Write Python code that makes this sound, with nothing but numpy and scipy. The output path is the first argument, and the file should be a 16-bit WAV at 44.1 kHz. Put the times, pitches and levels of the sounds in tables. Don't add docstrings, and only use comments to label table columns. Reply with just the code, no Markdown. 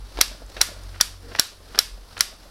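import sys
import numpy as np
from scipy import signal
from scipy.fft import rfft, irfft
from scipy.io import wavfile

SR = 44100
rng = np.random.default_rng(int(sys.argv[2]) if len(sys.argv) > 2 else 0)


def transcribe(signal):
    frames = np.atleast_2d(signal).T
    limited = np.clip(frames, -1, 1)
    pcm = np.round(limited * 32767).astype(np.int16)
    wavfile.write(sys.argv[1], SR, pcm)


N = 110250

# start in seconds; ring, thump, mid crack and high crack in dB; case pitch
# ratio; rebound delay in seconds; rebound in dB against the ring; room tail trim in dB.
SNAPS = [(0.2117, 0.5, -17, -7, -4.5, 1.0, .0028, -9.5, 1),
         (0.6138, 2, -24.5, -11.5, -7, 1.0, 0.003, -27, 1),
         (1.0105, 3.5, -15.5, -16.5, -7, 1.01, 0.0028, -11, -1),
         (1.3957, 1, -13.5, -15.5, -6.5, 1.0, 0.0037, -15, -1),
         (1.789, 1.5, -26.5, -14.5, -8.5, .99, 0.0013, -21, -0.5),
         (2.2074, 0, -44, -14.5, -8, 1.0, 0.003, -28, -1.5)]
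# pitch in Hz, relative level in dB, seconds to fall 60 dB.
CASE_MODES = [(1440, -29, 0.071), (1687, -27, 0.061), (2266, -14.5, 0.0079), (3230, -17, 0.019),
              (3504, -21.5, 0.034), (4030, -9.5, 0.024), (4634, -4.5, 0.01), (5533, 0, 0.013),
              (5847, -4, 0.013), (7067, -13, 0.013), (8520, -25, 0.0054), (9770, -16.5, 0.0058),
              (12030, -28, 0.0081), (12900, -24, 0.0068)]
# start and decay in seconds, then low, mid and high in dB.
SLIPS = [(.170, 0.0045, -37, -32, -39), (.178, 0.0037, -39, -33, -42), (.186, 0.0056, -23.5, -37, -33.5),
         (.206, 0.0088, -33, -19.5, -21), (.564, 0.0074, -37, -33, -39), (.572, 0.0073, -39, -43, -49),
         (.586, 0.0084, -37.5, -62, -45), (.607, 0.011, -34.5, -22, -26.5), (.941, 0.0074, -52, -42, -60),
         (.956, 0.0071, -46, -41.5, -59), (1.001, 0.0065, -40, -24.5, -31),
         (1.314, 0.0082, -36, -39.5, -59), (1.348, 0.0013, -32, -23.5, -35), (1.357, 0.0058, -37, -36, -36),
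         (1.3855, 0.0082, -37, -22, -27), (1.745, 0.0051, -33.5, -31.5, -44),
         (1.754, .004, -35, -38, -36.5), (1.776, 0.013, -31, -30, -38), (2.166, 0.0025, -41, -29, -44),
         (2.175, 0.0045, -39, -33, -33), (2.196, 0.016, -41.5, -34, -36.5)]
# start in seconds, level in dB.
KNOCKS = [(.116, -49), (.311, -40.5), (.346, -41.5), (.418, -39), (.501, -44), (.686, -35), (.715, -38),
          (.762, -42), (.795, -43), (1.1, -48), (1.25, -52), (1.52, -44.5), (1.603, -44), (1.976, -43.5),
          (2.324, -40), (2.455, -47)]
TICKS = [(.464, -43), (.500, -44), (.836, -37.5), (2.05, -52), (2.192, -27)]
# start in seconds, length in seconds, level in dB.
RUBS = [(.37, 0.08, -53.5), (.63, 0.22, -53.5), (1.21, 0.14, -47), (1.68, 0.063, -51)]
# time in seconds, level in dB.
FILM_FADER = [(0, -53.5), (.15, -45.5), (.3, -46.5), (.44, -52), (.55, -45), (.7, -48.5), (.85, -49.5),
              (.98, -47), (1.2, -54.5), (1.33, -44.5), (1.56, -56.5), (1.72, -46.5), (1.92, -53),
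              (2.05, -52), (2.15, -46.5), (2.38, -52), (2.45, -49.5), (2.5, -51)]
HUM_FADER = [(0, -37.5), (.06, -36), (.12, -50), (.19, -26.5), (.24, -45), (.31, -37), (.39, -48),
             (.45, -37.5), (.53, -52), (.59, -37), (.66, -45.5), (.88, -36.5), (1.04, -44.5), (1.34, -44.5),
             (1.45, -57), (1.7, -45.5), (1.82, -50), (1.96, -37.5), (2.1, -51.5), (2.2, -50.5), (2.5, -48)]
OCTAVE_FADER = [(0, -48.5), (.35, -61), (.45, -52), (.5, -53), (.6, -52), (.65, -51), (.8, -47), (.99, -41),
                (1.04, -60), (1.1, -46.5), (1.34, -46), (1.43, -63.5), (1.62, -50.5), (1.8, -57),
                (1.92, -56), (2.04, -65), (2.19, -45.5), (2.25, -67.5), (2.5, -60)]
# time in seconds, pitch in Hz.
HUM_PITCH = [(0, 46.3), (.3, 44.56), (.6, 46.27), (1, 45.83), (1.4, 45.3), (1.9, 43.14), (2.2, 44.26),
             (2.5, 42.6)]

# frequency in Hz, relative spectral level in dB.
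CRACK_EQ = [(200, -26), (900, -7), (1400, -1.5), (2700, -6.5), (4200, 4), (5800, -3.5), (6400, -1.5),
            (11500, -1), (14000, -11), (16000, -21)]
SLIP_EQ = [(100, -26), (250, -3), (500, 3), (900, -2.5), (1500, 3), (2400, -1), (3400, -4.5), (5500, -7),
           (7000, -20.5), (11000, -23.5), (16000, -36)]
KNOCK_EQ = [(100, -21), (280, 2.5), (400, -12), (580, 8.5), (850, -11), (1400, -15.5), (2500, -19),
            (5000, -35), (12000, -64)]
TICK_EQ = [(1000, -21), (4000, -9), (6500, -1), (10000, -3), (13000, -20)]
RUB_EQ = [(100, -9), (220, -5), (290, 6), (360, -16), (470, 5), (700, -21), (1600, -10), (4000, -42)]
FILM_EQ = [(150, 1.5), (300, 1.5), (600, 1.5), (900, -1), (1400, -1), (2200, -8), (3200, -6), (4500, -2),
           (5600, -4.5), (6700, -13.5), (10000, -14.5), (16000, -25.5)]
ROOM_EQ = [(150, -16), (700, -11), (1100, -2), (1650, -3.5), (2400, -1.5), (3500, 2.5), (4700, 3.5),
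           (5800, 2), (6500, -2.5), (10000, -2), (12500, -4), (14000, -10), (16000, -25)]
AIR_EQ = [(20, 11.5), (45, 7.5), (70, 7.5), (130, -5), (300, -3.5), (700, -6.5), (2000, -15), (5000, -25),
          (11000, -16), (16000, -30)]
HISS_EQ = [(12, -50), (20, -13), (377, -5.5), (1120, -10), (1860, -9), (2910, -12.5), (10200, -11),
           (14300, -15), (16000, -30)]
# frequency in Hz, seconds to fall 60 dB.
ROOM_DECAY = [(200, 0.27), (1000, 0.41), (2000, 0.3564), (5000, 0.39), (8000, 0.3355), (15000, 0.24)]
# centre in Hz, width in Hz, boost or cut in dB.
TAIL_RESONANCES = [(1410, 38, 3.5), (1700, 88, 6), (4150, 64, -3), (4660, 130, 4), (5900, 270, 2)]
# frequency in Hz, side gain in dB.
CAPSULE_MISMATCH = [(40, -43), (300, -43), (1000, -39), (2500, -64), (5500, -42.5), (9000, -37.5),
                    (14000, -21)]

LOW_SPLIT_HZ, HIGH_SPLIT_HZ = 920, 3680
CRACK_RISE_S, CRACK_HOLD_S, CRACK_FALL_S = 0.00056, 0.0011, 0.0014
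RATTLE_DB, RATTLE_FALL_S, THUMP_S = -12, 0.0041, 0.00026
RING_RISE_S, RING_SCATTER_DB, RING_DETUNE = 0.00058, 0.6, 0.0054
ROOM_ONSET_S, ROOM_RIPPLE_DB, ROOM_RIPPLE_S = 0.0032, 2, 0.0087
SNAP_TAIL_DB, HANDLING_SEND_DB, EARLY_DB, AIR_DB, HISS_DB = 3, -11, -17, -53, -70


def pawl_snap(ring_db, thump_db, mid_db, high_db, pitch, rebound_s, rebound_db, size=2048):
    t = np.arange(size) / SR
    burst = np.exp(-np.maximum(t - CRACK_HOLD_S, 0) / CRACK_FALL_S)
    rattle = amp(RATTLE_DB) * np.exp(-t / RATTLE_FALL_S)
    envelope = np.minimum(t / CRACK_RISE_S, 1) * (burst + rattle)
    crack = amp(mid_db) * noise(CRACK_EQ, size, LOW_SPLIT_HZ, HIGH_SPLIT_HZ)
    crack += amp(high_db) * noise(CRACK_EQ, size, HIGH_SPLIT_HZ)
    age = t / THUMP_S
    thump = np.e * amp(thump_db) * age * (2 - age) * np.exp(-age)
    snap = amp(ring_db) * case_ring(t, pitch) + envelope * crack + thump
    add(snap, rebound_s, amp(ring_db + rebound_db) * case_ring(t, pitch))
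    return snap


def case_ring(t, pitch):
    hz, db, t60 = np.transpose(CASE_MODES)[:, :, None]
    scatter, detune = rng.standard_normal((2, len(CASE_MODES), 1))
    polarity = (-1) ** np.arange(len(CASE_MODES))[:, None]
    envelopes = amp(db + RING_SCATTER_DB * scatter) * np.exp(-np.log(1000) * t / t60)
    tones = np.sin(2 * np.pi * hz * pitch * (1 + RING_DETUNE * detune) * t)
    return np.minimum(t / RING_RISE_S, 1) * (polarity * envelopes * tones).sum(0)


def pawl_slip(fall_s, low_db, mid_db, high_db, size=4096):
    low = amp(low_db) * noise(SLIP_EQ, size, hi_hz=LOW_SPLIT_HZ)
    mid = amp(mid_db) * noise(SLIP_EQ, size, LOW_SPLIT_HZ, HIGH_SPLIT_HZ)
    high = amp(high_db) * noise(SLIP_EQ, size, HIGH_SPLIT_HZ)
    grit = amp(wander(size, rate_hz=820))
    return (low + mid + high) * strike(size, rise_s=0.004, fall_s=fall_s) * grit


def crank_knock(db, size=4096):
    return amp(db) * noise(KNOCK_EQ, size) * strike(size, rise_s=0.0018, fall_s=0.0079)


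def mechanism_tick(db, size=1024):
    return amp(db) * noise(TICK_EQ, size) * strike(size, rise_s=0.00033, fall_s=0.00087)


def grip_rub(length_s, db, size=16384):
    swell = np.sin(np.pi * np.minimum(np.arange(size) / SR / length_s, 1))
    return amp(db) * noise(RUB_EQ, size) * swell


def film_slide():
    flutter_db = 1.5 * wander(N, rate_hz=59)
    grain_db = 0.5 * wander(N, rate_hz=1200)
    return amp(curve(FILM_FADER)) * unit(noise(FILM_EQ, N) * amp(flutter_db + grain_db))


def low_hum():
    phase = 2 * np.pi * (np.cumsum(curve(HUM_PITCH)) / SR + rng.random())
    waver_db = 1.7 * wander(N, rate_hz=21.8)
    fundamental = amp(curve(HUM_FADER) + waver_db) * np.sin(phase)
    octave = amp(curve(OCTAVE_FADER)) * np.sin(2 * phase)
    return np.sqrt(2) * (fundamental + octave)


def early_reflections(sound, size=2048):
    echoes = rng.standard_normal(size) * strike(size, rise_s=0.0017, fall_s=0.0054)
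    return amp(EARLY_DB) * signal.fftconvolve(sound, echoes / np.linalg.norm(echoes))


def room_tail(size=24576):
    t = np.arange(size) / SR
    hz = np.fft.rfftfreq(size, 1 / SR)
    case_db = sum(db / (1 + (2 * (hz - centre) / width) ** 2) for centre, width, db in TAIL_RESONANCES)
    ripple_db = ROOM_RIPPLE_DB * unit(rfft(rng.standard_normal(size) * np.exp(-t / ROOM_RIPPLE_S)).real)
    wash = irfft(rfft(noise(ROOM_EQ, size)) * amp(case_db + ripple_db), size)
    band_hz, frame_s, bands = signal.stft(wash, SR, nperseg=256)
    bands *= np.exp(-np.log(1000) * frame_s / at_hz(ROOM_DECAY, band_hz)[:, None])
    fade_in = np.minimum(t / ROOM_ONSET_S, 1) ** 2
    tail = signal.istft(bands, SR, nperseg=256)[1][:size] * fade_in
    return tail / np.linalg.norm(tail)


def room_air():
    return amp(AIR_DB) * noise(AIR_EQ, N)


def capsules(mid):
    quarter_turn = signal.hilbert(mid).imag
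    mismatch = amp(at_hz(CAPSULE_MISMATCH, np.fft.rfftfreq(N, 1 / SR)))
    side = irfft(rfft(quarter_turn) * mismatch, N) + amp(HISS_DB) * noise(HISS_EQ, N)
    return np.array([mid + side, mid - side])


def noise(eq, size, lo_hz=1, hi_hz=SR):
    hz = np.fft.rfftfreq(size, 1 / SR) + 1
    band = 1 / np.sqrt((1 + (lo_hz / hz) ** 8) * (1 + (hz / hi_hz) ** 8))
    phases = np.exp(2j * np.pi * rng.random(len(hz)))
    return unit(irfft(amp(at_hz(eq, hz)) * band * phases, size))


def wander(size, rate_hz):
    slow = np.fft.rfftfreq(size, 1 / SR) < rate_hz
    return unit(irfft(rfft(rng.standard_normal(size)) * slow, size))


def strike(size, rise_s, fall_s):
    t = np.arange(size) / SR
    return np.clip(t / rise_s, 0, 1) * np.exp(-np.maximum(t - rise_s, 0) / fall_s)


def curve(points):
    return np.interp(np.arange(N) / SR, *np.transpose(points))


def at_hz(points, hz):
    point_hz, values = np.transpose(points)
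    return np.interp(np.log(hz + 1), np.log(point_hz), values)


def add(bus, start_s, sound):
    part = bus[round(start_s * SR):][:len(sound)]
    part += sound[:len(part)]


def amp(db):
    return 10 ** (np.asarray(db) / 20)


def unit(x):
    return x / np.sqrt(np.mean(x ** 2) + 1e-20)


def scene():
    snaps, handling = np.zeros((2, N))
    for start_s, *blow, tail_trim_db in SNAPS:
        snap = pawl_snap(*blow)
        add(snaps, start_s, snap)
        add(snaps, start_s, early_reflections(snap))
        add(snaps, start_s, amp(SNAP_TAIL_DB + tail_trim_db) * room_tail())
    for cues, source in (SLIPS, pawl_slip), (KNOCKS, crank_knock), (TICKS, mechanism_tick), (RUBS, grip_rub):
        for start_s, *settings in cues:
            add(handling, start_s, source(*settings))
    handling += amp(HANDLING_SEND_DB) * signal.fftconvolve(handling, room_tail())[:N]
    return capsules(snaps + handling + film_slide() + low_hum() + room_air())


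def record(dry):
    clipped = np.clip(dry * amp(-1), -0.94, 0.94)
    low_pass = signal.firwin(511, 16000, window=("kaiser", 8), fs=SR)
    return signal.oaconvolve(clipped, low_pass[None], "same")


dry = scene()
out = record(dry)
transcribe(out)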